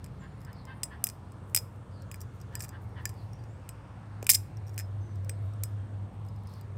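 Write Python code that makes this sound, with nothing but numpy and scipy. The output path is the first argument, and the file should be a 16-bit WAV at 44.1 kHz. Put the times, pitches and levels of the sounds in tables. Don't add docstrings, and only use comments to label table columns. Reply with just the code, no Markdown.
import sys
import numpy as np
from scipy import signal
from scipy.fft import rfft, irfft
from scipy.io import wavfile
from scipy.ndimage import uniform_filter1d

SR = 44100
rng = np.random.default_rng(int(sys.argv[2]) if len(sys.argv) > 2 else 0)


def bounce(signal):
    frames = np.transpose(np.atleast_2d(signal))
    limited = np.clip(frames, -1, 1)
    pcm = np.round(limited * 32767).astype(np.int16)
    wavfile.write(sys.argv[1], SR, pcm)


def voltage_ratio(decibels):
    exponent = np.asarray(decibels, float) / 20
    return 10 ** exponent


N = 298557

# (frequency [Hz], level [dB per Hz])
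TRAFFIC_SPECTRUM = [(15, -68.5), (25, -38.5), (42, -19), (65, -21.5), (83, -8.5), (103, -8.5), (167, -16),
                    (445, -30.5), (483, -26.5), (524, -28), (1090, -31), (2980, -49.5), (7300, -59),
                    (8140, -59.5), (16500, -74)]
ROAR_DB = -54

# (time [s], frequency [Hz], level [dB])
TRUCK = [(2.2, 116.6, -56.5), (2.35, 116.3, -51), (3.2, 109.5, -44.5), (3.9, 104.4, -52), (4.2, 104, -42),
         (4.39, 102.5, -36), (4.6, 103, -41.5), (5.0, 101.2, -35), (5.46, 102, -34), (6.02, 102, -36.5),
         (6.46, 102, -46), (6.77, 101.7, -42)]
VAN = [(0, 95, -43.5), (.25, 96, -74), (.9, 98, -60), (1.25, 100.2, -48.5), (2.2, 101.5, -46),
       (2.35, 97.6, -46.5), (2.6, 95.5, -48.5), (3.3, 94.3, -46), (3.7, 92, -61.5), (4.4, 90, -51),
       (5.3, 92, -68), (6.0, 94, -51), (6.77, 94, -68)]
CAR = [(0, 186.8, -56.5), (.9, 193.3, -59.5), (1.2, 187, -63.5), (2.2, 188.8, -59), (3.2, 186.8, -58.5),
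       (4.5, 181.7, -61.5), (5.2, 178.5, -67), (5.7, 182.6, -62), (6.2, 192.2, -60.5), (6.77, 191.5, -61.5)]
# (time [s], loss [dB])
GUSTS = [
    (4.298, -11.5),
    (4.488, -15),
    (5.091, -8),
    (5.36, -5.5),
    (5.54, -4.5),
    (5.69, -4.5),
    (5.89, -9.5),
    (6.109, -14.5),
]
GUST_HALF_S = 0.085

INSECT_HZ, INSECT_WIDTH_HZ, INSECT_PULSES_PER_S, INSECT_DB = 8310, 450, 58, -82
# (frequency [Hz], width [Hz], level [dB])
CHORUS = (9000, 1500, -86.5)

# (time [s], length [s], first pitch [Hz], last pitch [Hz], level [dB])
WHISTLES = [(0.138, 0.055, 9950, 9900, -87), (0.263, .03, 9600, 9400, -81), (.35, 0.0565, 9900, 10200, -84),
            (0.193, 0.039, 7470, 6940, -69.5), (0.3, 0.042, 7200, 6960, -80),
            (.695, 0.035, 9750, 9600, -82), (0.744, .03, 9450, 9170, -76),
            (3.326, 0.034, 5430, 5850, -72.5), (3.388, 0.02, 4800, 4580, -71),
            (3.462, 0.097, 6600, 8060, -77.5), (5.007, 0.022, 6260, 6000, -70.5),
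            (5.034, 0.092, 6120, 6050, -76), (5.419, 0.11, 3850, 3650, -77),
            (2.063, 0.014, 6200, 7230, -77), (2.897, 0.032, 5590, 5630, -82),
            (5.553, 0.15, 5320, 5400, -87), (5.774, 0.037, 3170, 3210, -73)]
WHISTLE_SHAKE_HZ = 25
# (time [s], length [s], level [dB], pitch shake [Hz])
CHIRPS = [
    (0.544, 0.077, -67.5, 370),
    (1.909, 0.12, -71.5, 270),
    (3.149, 0.081, -69.5, 290),
    (6.449, 0.16, -69, 710),
]
CHIRP_FIRST_HZ, CHIRP_LAST_HZ = 4840, 4140

# (time [s], length [s], pitch [Hz], level [dB], roughness [0-1])
QUACKS = [
    (0.201, 0.063, 258.6, -58.5, 0.56),
    (0.461, 0.046, 245.3, -58, 0.58),
    (0.666, 0.062, 254.4, -53.5, 0.37),
    (0.902, 0.048, 255, -55.5, 0.78),
    (2.509, 0.064, 244, -59, 1.06),
    (2.716, 0.046, 255, -58, 0.73),
    (2.954, 0.052, 238, -54.5, 0.7),
]
# (frequency [Hz], width [Hz], level [dB])
BILL = [(982, 200, 10.5), (1732, 260, 10), (2860, 610, -6), (3150, 720, -4.5), (4670, 730, -17.5)]

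# (time [s], length [s], level [dB])
RUBS = [(0.025, .06, -75), (.4, .07, -76), (1.439, 0.14, -74), (1.695, 0.1, -80), (2.316, 0.088, -78),
        (2.802, 0.063, -71), (2.88, 0.029, -77.5), (2.994, 0.064, -76), (3.09, 0.23, -78),
        (4.652, 0.14, -76), (5.395, 0.12, -76.5), (6.12, 0.05, -83), (6.241, 0.066, -75.5),
        (6.46, 0.16, -72)]
# (time [s], level [dB], length [s], last pitch [Hz])
PALM_SLAPS = [
    (1.549, -40.5, 0.0024, 500),
    (1.563, -39, 0.0035, 436),
    (1.58, -46, 0.003, 500),
    (4.227, -31.5, 0.0056, 220),
    (4.292, -44, 0.013, 604),
]
PALM_OPEN_HZ = 1260

# (time [s], peak [dB], low clack [dB], top [dB], handle ring [dB])
KNOCKS = [(0.0422, -35.5, 7.5, -4, -32), (0.832, -18.5, 3.5, 2, -11), (0.8378, -26, -20, -2, -36),
          (1.0396, -10.5, -3, 2.5, -38.5), (1.0682, -20.5, 5.5, 4, -30.5), (1.074, -29, -6, 1, -27),
          (1.0878, -26.5, -2, -10, -23), (1.098, -32, 5, -6, -28), (1.5463, -6.5, 8.5, 6, -17.5),
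          (3.69, -29.5, 8, 1.5, -15), (4.2265, -30, 7.5, -13, -32), (4.2665, -18, 9.5, 0, -28),
          (5.2938, -22.5, 9.5, -7.5, -17), (5.635, -18, -1.5, -0.5, -21)]
# (time [s], peak [dB], top [dB], blade ring [dB])
GRAZES = [(0.4153, -49, -1, -16), (0.4482, -44.5, -11, -11), (0.529, -45.5, -3, -11),
          (0.652, -42.5, -11, -16), (0.833, -19, -14, -18), (1.0402, -15.5, 2, -29),
          (1.319, -49.5, -9, -21), (1.497, -51, -15, -31), (1.5473, -8.5, 2.5, -26), (1.5487, -16, 4, -13),
          (1.5616, -12, 2, -14), (1.5628, -9.5, 10, -11), (1.5726, -14, -7, -8), (1.5749, -27, -4, -19),
          (1.759, -56.5, -1, -23), (2.1213, -43, 16, -15), (2.246, -67, 0, -25), (3.1393, -53, 1, -18),
          (3.4383, -50.5, -7, -17), (5.0194, -62, 6.5, -26.5), (5.246, -45.5, 1, -32),
          (6.1393, -64.5, 0, -11.5), (6.2853, -51, -8, -5.5), (6.3608, -55, -3, -8),
          (6.4344, -56.5, 5, -25), (6.4715, -48.5, 0, -9), (6.5368, -46, -4, -18)]
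GRAZE_CLACK_DB, GRAZE_RING_DB = 2.5, -28
# (time [s], peak [dB], low clack [dB], top [dB], tang ring [dB])
PIN_KNOCKS = [
    (0.0613, -43, 7, -15, -16),
    (2.114, -31, 10.5, -8, -22),
    (2.142, -34, 13, -4, -17),
    (2.5363, -57, 5, -8, -20),
    (2.5524, -22, 4.5, -3, -20.5),
    (2.607, -41, 4, -8, -3),
    (2.6822, -44, 0, 4, -15),
    (2.6904, -33.5, -6, -19, -28),
    (3.054, -18.5, 7, -2, -12.5),
]
# (time [s], peak [dB], low clack [dB], top [dB], tang ring [dB])
TANG_KNOCKS = [
    (4.778, -23.5, 8, 1, -17),
    (4.7839, -32, -2, -8, -25),
    (4.7895, -25, 2, 0, -13),
    (4.7972, -31, 1, -8, -4),
    (4.8024, -37, -1, -13, -2),
]
# (time [s], peak [dB], ring [dB])
LATCH_TAPS = [(0.4042, -57, -4), (2.02, -46.5, -7), (2.1574, -46, -13), (2.4009, -51.5, -4),
              (2.413, -44, -5.5), (3.332, -51, -2), (4.243, -41, -13), (4.57, -50.5, 0),
              (4.6667, -54.5, -2.5), (4.6732, -56, 0), (4.6803, -49.5, -5), (4.6933, -50, -2),
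              (4.734, -55.5, -9), (4.742, -53, -2), (5.156, -54.5, -3.5), (5.5355, -55.5, -4),
              (6.2493, -56.5, -7.5), (6.6107, -43.5, -12.5)]
TAP_CLACK_DB, TAP_TOP_DB, TAP_HIGH_RING_DB, TAP_SCATTER_DB = 0.5, -3, -11, 3.5
# (time [s], peak [dB], low clack [dB], top [dB])
RATTLES = [(2.2047, -39, -8, 3), (2.2135, -34, -2, 0.5), (2.5927, -41, -12, -8), (2.6042, -26.5, -0.5, -12),
           (2.609, -43, 5, 2), (2.6212, -33, -8, -7), (2.6298, -37, 2, -3), (2.6365, -35.5, 2, -7),
           (2.6425, -35, -11, -2), (2.6484, -38.5, 7, -15), (2.5965, -42, -10, -3), (2.6245, -38, -6, 2),
           (3.0945, -48, 0, 2), (3.0915, -37, 4, -3), (4.807, -39, 9, -8)]
RATTLE_MS = 1.9
# (time [s], length [ms], peak [dB], low clack [dB], top [dB])
SLAM = [(4.2914, 5.8, -5.5, 4.5, 1), (4.2965, 6.6, -1.5, -4.5, 5.5), (4.305, 4.5, -10.5, -4.5, 1.5),
        (4.31, 7.4, -17.5, -5, -3.5), (4.3133, 4, -10, -10, -3), (4.3185, 12.6, -19, -7, 1.5),
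        (4.3332, 3, -15.5, -5, -2.5), (4.338, 4.6, -24, -6, -4.5), (4.3425, 2.2, -17.5, -5.5, 1.5),
        (4.3449, 8.5, -11.5, -13, -2.5), (4.353, 5, -18.5, -0.5, -7)]
# (time [s], peak [dB], top [dB])
TICKS = [(.236, -63, 3), (.773, -60, 6), (1.018, -59, 9), (1.031, -73, 4), (1.586, -27, -11),
         (2.199, -59, 3), (2.525, -60, -10), (4.761, -51, 6), (6.264, -60, 0), (6.4955, -58, 0),
         (6.552, -60, 3), (.0465, -50, -2)]

# (frequency [Hz], level [dB])
STEEL = [(800, -27.5), (1500, -16), (2100, -8), (4000, -15), (5100, -6.5), (6500, -4.5), (8400, 2.5),
         (9800, -4), (12500, -2.5), (15600, -5), (16900, -17)]
STEEL_T60_S = 0.0046
EVEN_HZ = 700
# (frequency [Hz], level [dB], t60 [s])
CLACK = (2440, -36, 0.017)
# (frequency [Hz], level [dB])
STUBS = [(4550, -40), (5150, -27), (5650, -30), (7450, -26.5), (8400, -27), (9850, -29.5), (11200, -32),
         (12600, -28.5), (13500, -28.5), (15200, -31)]
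STUB_T60_S, STUB_SCATTER_DB = 0.009, 3.5
# (frequency [Hz], t60 [s])
FREE_RINGS = [(5090, 0.055), (8060, 0.07), (5650, 0.03), (13000, 0.02), (5094, .15)]
# (frequency [Hz], t60 [s])
PINNED_RINGS = [(4940, 0.13), (1747, 0.039), (7740, 0.03), (13900, 0.015)]
# (frequency [Hz], t60 [s])
TANG_RINGS = [(5130, 0.12), (1790, 0.01), (8020, .05), (13000, .03)]
# (frequency [Hz], t60 [s])
TAP_RINGS = [(5570, 0.025), (13100, .025), (4850, 0.05), (6750, 0.028), (8300, 0.027), (5750, .015),
             (5130, .03)]
# (frequency [Hz], t60 [s])
RATTLE_RINGS = [(4890, 0.12), (7480, 0.037), (5630, .045), (8500, .03), (13300, .03), (1752, 0.034),
                (5120, 0.022)]
# (frequency [Hz], t60 [s])
SLAM_RINGS = [(5100, .05), (7480, .12), (5530, .045), (8600, .045), (12500, .03), (2140, .035)]
BLADE_RING_DB, PINNED_BLADE_DB, TWIN_RING_DB = -24.5, -26, -37

MIC_HISS_DB = -89


def in_time(rows):
    times, *columns = np.transpose(rows)
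    return [np.interp(np.arange(N) / SR, times, column) for column in columns]


def rms_one(x):
    return x / np.sqrt(np.mean(x ** 2) + 1e-30)


def drift(rate_hz):
    r = np.exp(-80 * np.pi * rate_hz / SR)
    slow = signal.lfilter([1], [1, -2 * r, r * r], rng.standard_normal(N // 40 + 2002))[2000:]
    return np.interp(np.arange(N) / 40, np.arange(len(slow)), rms_one(slow))


def resonance(x, hz, width_hz):
    r = np.exp(-np.pi * width_hz / SR)
    poles = [1, -2 * r * np.cos(2 * np.pi * hz / SR), r * r]
    return signal.lfilter([(1 - r * r) / 2, 0, (r * r - 1) / 2], poles, x)


def butter(x, order, hz, kind):
    return signal.sosfilt(signal.butter(order, hz, kind, fs=SR, output="sos"), x)


def add(out, time_s, sound):
    i = round(time_s * SR)
    out[i:i + len(sound)] += sound[:N - i]


def traffic():
    out = 0
    edges = 22 * 2 ** np.arange(0, 9.8, 1 / 3)
    white = rng.standard_normal((2, N))
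    hz_log, spectrum_db = np.transpose(TRAFFIC_SPECTRUM)[:2]
    for k, (low, high) in enumerate(zip(edges, edges[1:])):
        band = butter(white[k % 2], 2, [low, high], "band")
        band_db = np.interp(np.log(low * high) / 2, np.log(hz_log), spectrum_db)
        out = out + voltage_ratio(band_db + 1.9 * drift(1.0)) * band
    middle = butter(out, 4, [200, 1500], "band")
    return voltage_ratio(ROAR_DB) * out / middle.std()


def engine(rows, orders):
    hz, db = in_time(rows)
    phase = 2 * np.pi * np.cumsum(hz) / SR
    out = np.zeros(N)
    for multiple, order_db in orders:
        level = voltage_ratio(db + order_db + 0.5 * drift(4.3))
        out += level * np.sin(multiple * phase + 1.08 * drift(2.8))
    return np.sqrt(2) * out


def gusts():
    t = np.arange(N) / SR
    return voltage_ratio(sum(loss_db * np.maximum(1 - np.abs(t - s) / GUST_HALF_S, 0) for s, loss_db in GUSTS))


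def insect():
    stroke = np.cos(2 * np.pi * np.cumsum(INSECT_PULSES_PER_S + 0.4 * drift(0.26)) / SR)
    hiss = rng.standard_normal(N)
    chorus = rng.standard_normal(N)
    hz, width_hz, chorus_db = CHORUS
    for _ in range(2):
        hiss = resonance(hiss, INSECT_HZ, INSECT_WIDTH_HZ)
        chorus = resonance(chorus, hz, width_hz)
    buzz = voltage_ratio(INSECT_DB + 1.1 * drift(0.56)) * rms_one(hiss * (1 + 0.56 * stroke))
    return buzz + voltage_ratio(chorus_db) * rms_one(chorus)


def birds():
    out = np.zeros(N)
    whistles = [(*row, WHISTLE_SHAKE_HZ) for row in WHISTLES]
    chirps = [(s, length, CHIRP_FIRST_HZ, CHIRP_LAST_HZ, db, shake_hz) for s, length, db, shake_hz in CHIRPS]
    for s, length, first_hz, last_hz, db, shake_hz in whistles + chirps:
        t = np.arange(round(length * SR)) / SR
        shake = rms_one(uniform_filter1d(rng.standard_normal(SR // 4), size=60))[:len(t)]
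        hz = first_hz + (last_hz - first_hz) * t / length + shake_hz * shake
        swell = np.sin(np.pi * t / length) ** 0.27
        add(out, s, voltage_ratio(db) * np.sin(2 * np.pi * np.cumsum(hz) / SR) * swell)
    return out


def duck():
    out = np.zeros(N)
    for s, length, hz, db, rough in QUACKS:
        t = np.arange(round(length * SR)) / SR
        breath = rng.standard_normal(SR // 8)[:len(t)]
        pitch = hz * (1 + 0.036 * np.sin(np.pi * t / length))
        halves = np.floor(2 * np.cumsum(pitch) / SR)
        pulses = np.diff(halves, prepend=0) * np.where(halves % 2, 1, 0.55)
        source = (1 - rough) * rms_one(pulses) + rough * breath
        voice = np.zeros(len(t))
        for k, (peak_hz, width_hz, peak_db) in enumerate(BILL):
            peak = resonance(resonance(source, peak_hz, width_hz), peak_hz, 2 * width_hz)
            voice += (-1) ** k * voltage_ratio(peak_db) * peak
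        add(out, s, voltage_ratio(db) * rms_one(voice) * np.sin(np.pi * t / length) ** 0.5)
    return out


def yard(x, ground_db, wall_db, scatter_db, t60):
    t = np.arange(SR // 3) / SR
    level = voltage_ratio(scatter_db - 60 * t / t60) * np.minimum(t / 0.011, 1)
    level += voltage_ratio(ground_db) * np.exp(-((t - 0.006) / 0.0007) ** 2)
    level += voltage_ratio(wall_db) * np.exp(-((t - 0.0195) / 0.0025) ** 2)
    echo = level * rng.standard_normal(len(t))
    echo[0] = 1
    return signal.fftconvolve(x, echo)[:N]


def fingers():
    level = np.zeros(N)
    for s, length, db in RUBS:
        add(level, s, voltage_ratio(db) * np.sin(np.pi * np.arange(round(length * SR)) / SR / length))
    grain = rng.standard_normal(N) * voltage_ratio(2.5 * drift(150))
    return level * rms_one(butter(grain, 2, [7000, 15500], "band"))


def palm():
    out = np.zeros(N)
    for s, db, length, last_hz in PALM_SLAPS:
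        t = np.arange(round(length * SR)) / SR / length
        hz = PALM_OPEN_HZ * (last_hz / PALM_OPEN_HZ) ** t ** 0.85
        add(out, s, voltage_ratio(db) * np.sin(2 * np.pi * np.cumsum(hz) / SR) * np.sin(np.pi * t))
    return out


def modes(hz, db, t60, phase=0, size=SR // 6):
    t = np.arange(size)[:, None] / SR
    onset = np.minimum(t * 5000, 1)
    return (voltage_ratio(db - 60 * t / t60) * np.sin(2 * np.pi * hz * t + phase) * onset).sum(axis=1)


def contact(peak_db, low_db, top_db, rings, ring_db, chatter_ms, hold=0.59):
    spread = rng.standard_normal((2, 70))
    luck = rng.random((2, 800))
    t = np.arange(800) / SR * 1000 / np.abs(chatter_ms)
    clicks = (luck[0] < 0.15) * (2 * luck[1] - 1) * np.minimum(t / 0.14, 1) * np.exp(-t ** hold)
    clicks[8] = 1.0

    body_hz = np.linspace(800, 16800, 70) + 90 * spread[1]
    body = modes(body_hz, 0, STEEL_T60_S, 2 * np.pi * luck[0, :70], size=500)
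    spray = rfft(np.r_[np.zeros(30), signal.fftconvolve(clicks, body)], 2048)
    hz = np.arange(1, 1026) * SR / 2048
    steel_hz, steel_db = np.transpose(STEEL)
    db = np.interp(np.log(hz), np.log(steel_hz), steel_db)
    db += low_db * np.clip((4000 - hz) / 1000, 0, 1)
    db += top_db * np.clip((hz - 8500) / 1000, 0, 1)
    power = uniform_filter1d(np.abs(spray) ** 2, size=round(EVEN_HZ * 2048 / SR))
    spray = spray / np.sqrt(power + 1e-9) * voltage_ratio(db)

    clack_hz, clack_db, clack_t60 = CLACK
    clack = modes(clack_hz, clack_db + low_db, clack_t60, size=1200)
    hollow = rfft(np.r_[np.zeros(38), clack], 2048)

    stub_hz, stub_db = np.transpose(STUBS)
    stub_db = stub_db + STUB_SCATTER_DB * spread[0, :10]
    stubs = modes(stub_hz + 60 * spread[1, -10:], stub_db, STUB_T60_S, size=800)
    rails = rfft(np.r_[np.zeros(30), signal.fftconvolve(clicks, stubs)], 2048) / np.sqrt(np.sum(clicks ** 2))

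    gate = np.interp(np.arange(2048), [32, 38, 1600, 1900], [0, 1, 1, 0])
    knock = irfft(spray + hollow + rails) * gate
    ring_hz, ring_t60 = np.transpose(rings)
    count = len(rings)
    ring_hz = ring_hz * (1 + 0.0025 * spread[1, :count])
    ringing = modes(ring_hz, np.array(ring_db), ring_t60, 2 * np.pi * luck[1, :count])
    knock = np.pad(knock / np.abs(knock).max(), (0, len(ringing) - 2018))
    return voltage_ratio(peak_db) * (np.r_[np.zeros(30), ringing] + knock)


def knife():
    out = np.zeros(N)
    grazes = [(s, db, GRAZE_CLACK_DB, top_db, blade_db, GRAZE_RING_DB) for s, db, top_db, blade_db in GRAZES]
    knocks = [(*row, BLADE_RING_DB, handle_db) for *row, handle_db in KNOCKS]
    for s, db, low_db, top_db, blade_db, handle_db in sorted(knocks + grazes):
        ring_db = [blade_db, handle_db, -30, -30, TWIN_RING_DB]
        add(out, s, contact(db, low_db, top_db, FREE_RINGS, ring_db, chatter_ms=0.65))
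    for s, db, low_db, top_db, tang_db in PIN_KNOCKS:
        ring_db = [PINNED_BLADE_DB, tang_db, -14, -20]
        add(out, s, contact(db, low_db, top_db, PINNED_RINGS, ring_db, chatter_ms=0.5))
    for s, db, low_db, top_db, tang_db in TANG_KNOCKS:
        ring_db = [-22, tang_db, -24, -26]
        add(out, s, contact(db, low_db, top_db, TANG_RINGS, ring_db, chatter_ms=0.75))
    for s, db, tap_db in LATCH_TAPS:
        ring_db = [tap_db - 4, tap_db + TAP_HIGH_RING_DB, -20, -17, -16, tap_db - 3.5, -17]
        ring_db = ring_db + TAP_SCATTER_DB * rng.standard_normal(size=7)
        add(out, s, contact(db, TAP_CLACK_DB, TAP_TOP_DB, TAP_RINGS, ring_db, chatter_ms=0.69))
    for s, db, low_db, top_db in RATTLES:
        ring_db = [-27, -18, -19, -24, -24, low_db - 21.0, -18]
        add(out, s, contact(db, low_db, top_db, RATTLE_RINGS, ring_db, RATTLE_MS))
    for s, length_ms, db, low_db, top_db in SLAM:
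        ring_db = [-26, -30, -25, -25, -29, low_db - 22.0]
        add(out, s, contact(db, low_db, top_db, SLAM_RINGS, ring_db, length_ms, hold=10.0))
    for s, db, top_db in TICKS:
        ring_db = [-27.5, -36.0, -32.0, -28.0, -49.5]
        add(out, s, contact(db, -1, top_db, FREE_RINGS, ring_db, chatter_ms=0.74))
    return butter(out, 3, 800, "high")


def scene():
    truck = gusts() * engine(TRUCK, [(0.99, 1.5), (0.57, -21.5)])
    van = engine(VAN, [(0.95, 0.0081)])
    car = engine(CAR, [(1, 0), (3 / 4, 1.5), (5 / 8, -1.5), (5 / 16, 3.0)])
    far = yard(duck() + birds(), ground_db=-22.5, wall_db=-24.0, scatter_db=-32, t60=0.43)
    near = yard(knife() + palm() + fingers(), ground_db=-38, wall_db=-50, scatter_db=-51.5, t60=0.26)
    return (traffic() + truck + van + car + insect() + far + near)[None]


def band_limit(x):
    return signal.sosfilt(signal.butter(12, 17230, fs=SR, output="sos"), x)


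def record(dry):
    hiss = butter(rng.standard_normal(N), 2, 12000, "high")
    x = butter(dry + voltage_ratio(MIC_HISS_DB) * hiss, 2, 42, "high")
    mix = signal.sosfilt(signal.cheby2(8, 60, 17600, fs=SR, output="sos"), np.tanh(x))
    return band_limit(mix)


dry = scene()
out = record(dry)
bounce(out)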